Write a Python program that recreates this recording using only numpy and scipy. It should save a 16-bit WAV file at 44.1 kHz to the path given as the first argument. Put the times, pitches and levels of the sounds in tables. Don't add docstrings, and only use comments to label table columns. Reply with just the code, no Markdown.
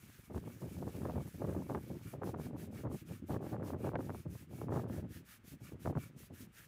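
import sys
import numpy as np
from scipy import signal
from scipy.fft import rfft, irfft, next_fast_len
from scipy.io import wavfile
from scipy.ndimage import uniform_filter1d, minimum_filter1d, map_coordinates

SR = 44100
rng = np.random.default_rng(int(sys.argv[2]) if len(sys.argv) > 2 else 0)


def dump(signal):
    limited = np.clip(np.atleast_2d(signal).T, -1, 1)
    pcm = np.round(limited * 32767).astype(np.int16)
    wavfile.write(sys.argv[1], SR, pcm)


N = 294147
TIME = np.arange(N) / SR


def from_db(db):
    return 10 ** (np.asarray(db) / 20)


def rms_one(x):
    return x / np.sqrt(np.mean(x ** 2) + 1e-20)


def automation(rows):
    time_s, *columns = np.transpose(rows)
    return [np.interp(TIME, time_s, column) for column in columns]


def eq_db(curve, hz):
    freq_hz, gain_db = np.transpose(curve)
    return np.interp(np.log(hz + 1e-9), np.log(freq_hz), gain_db)


def coloured(x, curve):
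    size = next_fast_len(N)
    gain = from_db(eq_db(curve, np.fft.rfftfreq(size, 1 / SR)))
    return rms_one(irfft(rfft(x, size) * gain, size)[:N])


def drift(rate_hz):
    step, settle = 16, 2000
    lowpass = signal.butter(2, rate_hz, fs=SR / step, output="sos")
    slow = signal.sosfilt(lowpass, rng.standard_normal(N // step + settle + 2))[settle:]
    return np.interp(np.arange(N) / step, np.arange(len(slow)), rms_one(slow))


def filtered(x, order, hz, kind):
    return signal.sosfilt(signal.butter(order, hz, kind, fs=SR, output="sos"), x)


def evened(x, samples):
    return x / np.sqrt(uniform_filter1d(uniform_filter1d(x * x, samples), samples) + 1e-12)


def bent(x, bend):
    return map_coordinates(x, [np.cumsum(1 + bend - bend.mean())], order=3, mode="mirror")


def slips(speed, density, spread_db):
    chance = np.clip(density * (speed + 0.11) / SR, 1e-4, 1)
    sizes = rng.standard_normal(N) * from_db(spread_db * rng.standard_normal(N))
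    return rms_one((rng.random(N) < chance) * sizes / np.sqrt(chance))


# freq_hz, gain_db
HISS_EQ = [(1200, -3), (2500, 4), (3300, 1.5), (4200, -0.5), (6300, 1), (7800, 0), (10000, 1.5), (12200, 3),
           (14000, 0.5), (16000, 2.5)]

def bristle_hiss(speed, shimmer_db=1.6, shimmer_hz=9):
    rest = coloured(slips(speed, density=40000, spread_db=-2.2), HISS_EQ)
    shimmering = 0
    for crossover_hz in np.geomspace(3500, 12500, 6):
        band = signal.sosfiltfilt(signal.butter(4, crossover_hz, fs=SR, output="sos"), rest)
        shimmering = shimmering + band * from_db(shimmer_db * drift(shimmer_hz))
        rest = rest - band
    return shimmering + rest


# pitch_hz, width_hz, gain_db
PUSH_MODES = [(1210, 350, 0.5), (1750, 146, -6.5), (2266, 88, 6), (2790, 76, -2.5)]
PULL_MODES = [(1220, 210, 10.5), (1684, 310, 18.5), (2260, 120, -1.5), (2880, 130, -20)]

def hollow_rasp(speed, push_pull_power, glide=0.03, wander=0.0122):
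    scrape = filtered(slips(speed, density=7000, spread_db=2.5), 2, [950, 3600], "band")
    bend = glide * speed + wander * drift(7.93)
    rasp = 0
    for modes, power in zip([PUSH_MODES, PULL_MODES], push_pull_power):
        ring = 0
        for k, (pitch_hz, width_hz, gain_db) in enumerate(modes):
            radius = np.exp(-np.pi * width_hz / SR)
            poles = [1, -2 * radius * np.cos(2 * np.pi * pitch_hz / SR), radius ** 2]
            gain = (-1) ** k * from_db(gain_db) * (1 - radius ** 2) / 2
            ring = ring + gain * signal.lfilter([1, 0, -1], poles, scrape)
        rasp = rasp + bent(rms_one(ring), bend) * np.sqrt(power)
    return rasp


# time_s, level_db, swell_db
CIRCLING = [(0.0, -68, 3), (0.27, -66.5, -5.5), (0.3, -85, 13), (0.355, -62.5, -1), (0.425, -72.5, 2.5),
            (0.48, -67, 3), (0.95, -66.5, 4), (1.3, -66.5, -0.5), (2.0, -68.5, 1)]

def circles(circle_s=0.23, first_push_s=0.5, catch_db=0.5, fade_s=0.047, rasp_db=-5.0, bite=0.61):
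    pushing = np.cos(np.pi * (TIME - first_push_s) / circle_s) ** 2
    level_db, swell_db = automation(CIRCLING)
    fade_out = np.clip(1 - (TIME - STROKES[0][0]) / fade_s, 0, 1)
    envelope = from_db(level_db + swell_db * (pushing - 0.5) + catch_db * drift(14.4)) * fade_out
    push_pull = np.array([pushing ** 2 * from_db(swell_db) ** bite, 1 - pushing])
    speed = 0.5 * envelope / envelope.max()
    return speed, envelope ** 2, push_pull * (envelope * from_db(rasp_db)) ** 2


# start_s, length_s, level_db, rasp_offset_db, lean (0 pulled, 1 pushed)
STROKES = [(1.988, .188, -62.5, -2, 0.75), (2.219, .125, -61, -6, 0.26), (2.366, 0.1455, -62.5, -2.5, 0.58),
           (2.557, 0.131, -61.5, -6, 0), (2.7, 0.161, -63, -1, .6), (2.89, 0.156, -62, -11, 0.3),
           (3.04, 0.1764, -64.5, -1.5, 0.76), (3.254, .135, -62.5, -25, 0), (3.401, 0.171, -63.5, -3, 0.18),
           (3.62, 0.1324, -62, -7, 0.22), (3.769, 0.1644, -64, -1, 1), (3.968, 0.1625, -66, -6, 0.29),
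           (4.09, 0.1727, -65, -4, 0.95), (4.271, 0.199, -63, -8.5, 0.072), (4.481, 0.201, -65.5, -4, 1),
           (4.692, 0.164, -62.5, -3, 0.12), (4.87, 0.1657, -62.5, 0.5, 0), (5.078, 0.149, -61.5, -3.5, 0),
           (5.241, 0.151, -61, -2.5, 0.37), (5.432, 0.137, -61, -11.5, 0.12),
           (5.591, 0.162, -63.5, -1, 0.87), (5.788, .143, -62, -8, 0), (5.947, 0.1673, -63, 0, 0.98),
           (6.155, 0.1376, -62, -18, .8), (6.321, 0.1535, -60.5, -5, 0.052), (6.513, 0.1733, -62.5, 0, 0)]

def brush(hiss_curve=1.16, rasp_curve=1.9, hiss_trim_db=2.5, rasp_trim_db=-1.06, pitted_db=0.86):
    speed, hiss_power, rasp_power = circles()
    for start_s, length_s, level_db, rasp_offset_db, lean in STROKES:
        during = (TIME > start_s) & (TIME < start_s + length_s)
        swing = np.abs(np.sin(np.pi * (TIME[during] - start_s) / length_s))
        speed[during] += swing
        hiss_power[during] += (from_db(level_db) * swing ** hiss_curve) ** 2
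        rasp_envelope = from_db(level_db + rasp_offset_db) * swing ** rasp_curve
        rasp_power[:, during] += np.outer([lean, 1 - lean], rasp_envelope ** 2)
    hiss = from_db(hiss_trim_db) * bristle_hiss(speed) * np.sqrt(hiss_power)
    rasp = from_db(rasp_trim_db) * hollow_rasp(speed, rasp_power)
    return (hiss + rasp) * from_db(pitted_db * drift(19))


# freq_hz, gain_db
AIR_EQ = [(15, -39), (50, 7.5), (100, 4.5), (300, -18), (700, -18.5), (1500, -11), (2600, -15.5),
          (4500, -27.5), (9000, -30.5), (16000, -34)]

def still_air(level_db=-69.5):
    return from_db(level_db) * coloured(rng.standard_normal(N), AIR_EQ)


# freq_hz, gain_db
RUMBLE_EQ = [(12, -54), (25, -61), (40, -53), (60, -10), (85, 2), (115, 2.5), (170, -0.5), (250, -4.5),
             (350, -11.5), (600, -53), (3000, -100)]

def wind_rumble(rumble_db, trim_db=-1.5):
    return from_db(rumble_db + trim_db) * evened(coloured(rng.standard_normal(N), RUMBLE_EQ), samples=900)


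# freq_hz, gain_db
BUFFET_EQ = [(150, -7), (260, -0.5), (370, 2), (520, -3), (750, -10), (1050, -17), (1450, -26.5),
             (2000, -46), (3000, -41.5)]

def wind_buffeting(buffet_db, trim_db=0.39, lump_hz=80, brightening=0.74, pivot_db=-43):
    lumps = np.clip(drift(lump_hz), -2, 1.6)
    white = rng.standard_normal((2, N))
    edges_hz = np.geomspace(150, 3400, 10)
    flutter = 0
    for k, (low_hz, high_hz) in enumerate(zip(edges_hz, edges_hz[1:])):
        centre_hz = np.sqrt(low_hz * high_hz)
        octaves_up = max(np.log2(centre_hz / 450), 0)
        band = filtered(white[k % 2], 2, [low_hz, high_hz], "band")
        tilt_db = brightening * octaves_up * (buffet_db - pivot_db)
        lump_db = (6 + 0.36 * octaves_up) * lumps
        flutter = flutter + band * from_db(eq_db(BUFFET_EQ, centre_hz) + tilt_db + lump_db)
    return from_db(buffet_db + trim_db) * evened(filtered(flutter, 4, 1950, "low"), samples=600)


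# time_s, rumble_db, buffet_db
BREEZE = [(0.0, -64.5, -83), (0.9, -52.5, -62), (2.0, -54, -69), (2.6, -52.5, -62), (3.0, -57, -75),
          (3.7, -53.5, -79), (4.4, -55, -72), (5.1, -56, -71.5), (5.4, -68, -81.5), (5.55, -56, -72),
          (6.2, -58.5, -72), (6.67, -63.5, -76.5)]
# start_s, length_s, rumble_db, buffet_db
GUSTS = [(0.083, 0.012, -55, -67), (0.296, 0.023, -47, -45.5), (0.337, 0.034, -37, -46),
         (0.4, 0.11, -46, -55.5), (0.61, 0.049, -39.5, -46.5), (0.736, 0.13, -43.5, -57),
         (0.868, .035, -47, -50.5), (0.932, 0.042, -43, -48.5), (1.002, 0.12, -41.5, -48.5),
         (1.133, 0.065, -39, -47.5), (1.395, 0.23, -40, -46), (1.688, 0.091, -39.5, -44),
         (1.856, 0.12, -45.5, -51.5), (2.13, 0.017, -41, -42), (2.207, 0.09, -43.5, -46),
         (2.335, 0.056, -41.5, -45.5), (2.43, 0.39, -47.5, -55.5), (2.83, 0.11, -41, -47.5),
         (3.082, 0.064, -41.5, -54.5), (3.218, 0.0071, -44.5, -66), (3.292, 0.07, -39.5, -45),
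         (3.398, 0.19, -52, -49.5), (3.52, 0.29, -43, -47.5), (3.824, .065, -37.5, -42.5),
         (3.911, 0.099, -40, -46), (4.031, 0.14, -44, -54.5), (4.25, 0.01, -34, -48.5),
         (4.324, 0.027, -55, -60.5), (4.504, 0.076, -47, -56), (4.612, 0.082, -40, -50.5),
         (4.702, .16, -39, -43.5), (4.885, 0.18, -43.5, -53.5), (5.146, 0.018, -42.5, -59),
         (5.714, 0.015, -42.5, -46.5), (5.839, 0.067, -37, -46.5), (5.947, 0.033, -35.5, -49),
         (6.295, 0.036, -47.5, -53.5)]

def gusts(sag_db_per_s=10, puff_hz=22, rumble_puff_db=2.5, buffet_puff_db=3.5, breeze_puff_db=6.5):
    puffs = np.clip(drift(puff_hz), -2, 1.7)
    breeze = from_db(np.array(automation(BREEZE)) + breeze_puff_db * puffs)
    rumble_edges_s, buffet_edges_s = (0.016, 0.023), (0.007, 0.015)
    power = np.zeros((2, N))
    for start_s, length_s, *levels_db in GUSTS:
        first = int(start_s * SR)
        age = TIME[:N - first]
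        age = age[age < 2 * length_s + 0.1]
        sag_db = sag_db_per_s * (age - length_s / 2)
        for layer, (attack_s, release_s) in enumerate([rumble_edges_s, buffet_edges_s]):
            envelope = np.minimum(age / attack_s, 1) * np.exp(-np.maximum(age - length_s, 0) / release_s)
            power[layer, first:first + len(age)] += (envelope * from_db(levels_db[layer] - sag_db)) ** 2
    power *= from_db(np.outer([rumble_puff_db, buffet_puff_db], puffs)) ** 2
    power[1] += swirl_power()
    return 10 * np.log10(power + breeze ** 2)


# start_s, level_db, pitch_hz
FLICKS = [(0.346, -38, 650), (0.826, -34, 475), (1.054, -30.5, 730), (1.097, -31.5, 680),
          (1.42, -30.5, 600), (1.698, -29, 617), (1.749, -26.5, 730), (2.22, -34, 660), (2.234, -29.5, 820),
          (2.347, -33, 705), (3.295, -35, 450), (3.408, -41, 490), (3.704, -33.5, 640), (3.848, -30, 433),
          (3.87, -34, 550), (3.956, -23.5, 840), (3.992, -33, 504), (4.095, -33, 530), (4.147, -37, 700),
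          (4.615, -35.5, 704), (4.684, -37, 695), (4.743, -36.5, 625), (4.796, -34, 700), (5.858, -31, 860),
          (5.874, -27.5, 580), (5.927, -37.5, 497), (5.952, -39.5, 775)]

def flicks(buffet_db, trim_db=-2.0, snap_above_db=-28, snap_slope=0.7, samples=1024):
    eddies = FLICKS + lesser_eddies(buffet_db)
    polarity = rng.choice([-1, 1], N)
    track = np.zeros(N + samples)
    for start_s, level_db, pitch_hz in eddies:
        at = int(start_s * SR)
        snap = from_db(np.clip(snap_slope * (level_db - snap_above_db), 0, 3))
        band_hz = [0.65 * pitch_hz, 1.72 * pitch_hz * snap]
        pulse = filtered(signal.unit_impulse(samples), 3, band_hz, "band")
        track[at:at + samples] += from_db(level_db + trim_db) * polarity[at] * pulse / np.abs(pulse).max()
    return track[:N]


def lesser_eddies(buffet_db, per_s=18, lift_db=8, spread_db=2, cap_db=-34, pitch_hz=628, spread_oct=0.3):
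    levels_db = np.minimum(buffet_db + lift_db + spread_db * rng.standard_normal(N), cap_db)
    pitches_hz = pitch_hz * 2 ** (spread_oct * rng.standard_normal(N))
    hits = np.flatnonzero(rng.random(N) < per_s / SR)
    return [(TIME[i], levels_db[i], pitches_hz[i]) for i in hits]


def swirl_power(width_s=0.0065, offset_db=-10):
    power = 0
    for start_s, level_db, _ in FLICKS:
        bell = np.exp(-np.minimum(((TIME - start_s) / width_s - 0.5) ** 2, 50))
        power = power + from_db(level_db + offset_db) ** 2 * bell
    return power


def scene():
    air = still_air()
    rumble_db, buffet_db = gusts()
    scrubbing = brush()
    wind = wind_rumble(rumble_db) + wind_buffeting(buffet_db) + flicks(buffet_db)
    return (scrubbing + wind + air)[None]


def limited(x, ceiling_db=-27.5, samples=45):
    allowed = np.minimum(from_db(ceiling_db) / (np.abs(x) + 1e-9), 1)
    gain = minimum_filter1d(allowed, 2 * samples)
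    return x * uniform_filter1d(uniform_filter1d(gain, samples), samples)


def record(dry):
    low_cut_hz, high_cut_hz = 45, 15560
    high_cut = signal.ellip(12, 0.1, 70, high_cut_hz, fs=SR, output="sos")
    return signal.sosfilt(high_cut, limited(filtered(dry, 4, low_cut_hz, "high")))


dry = scene()
out = record(dry)
dump(out)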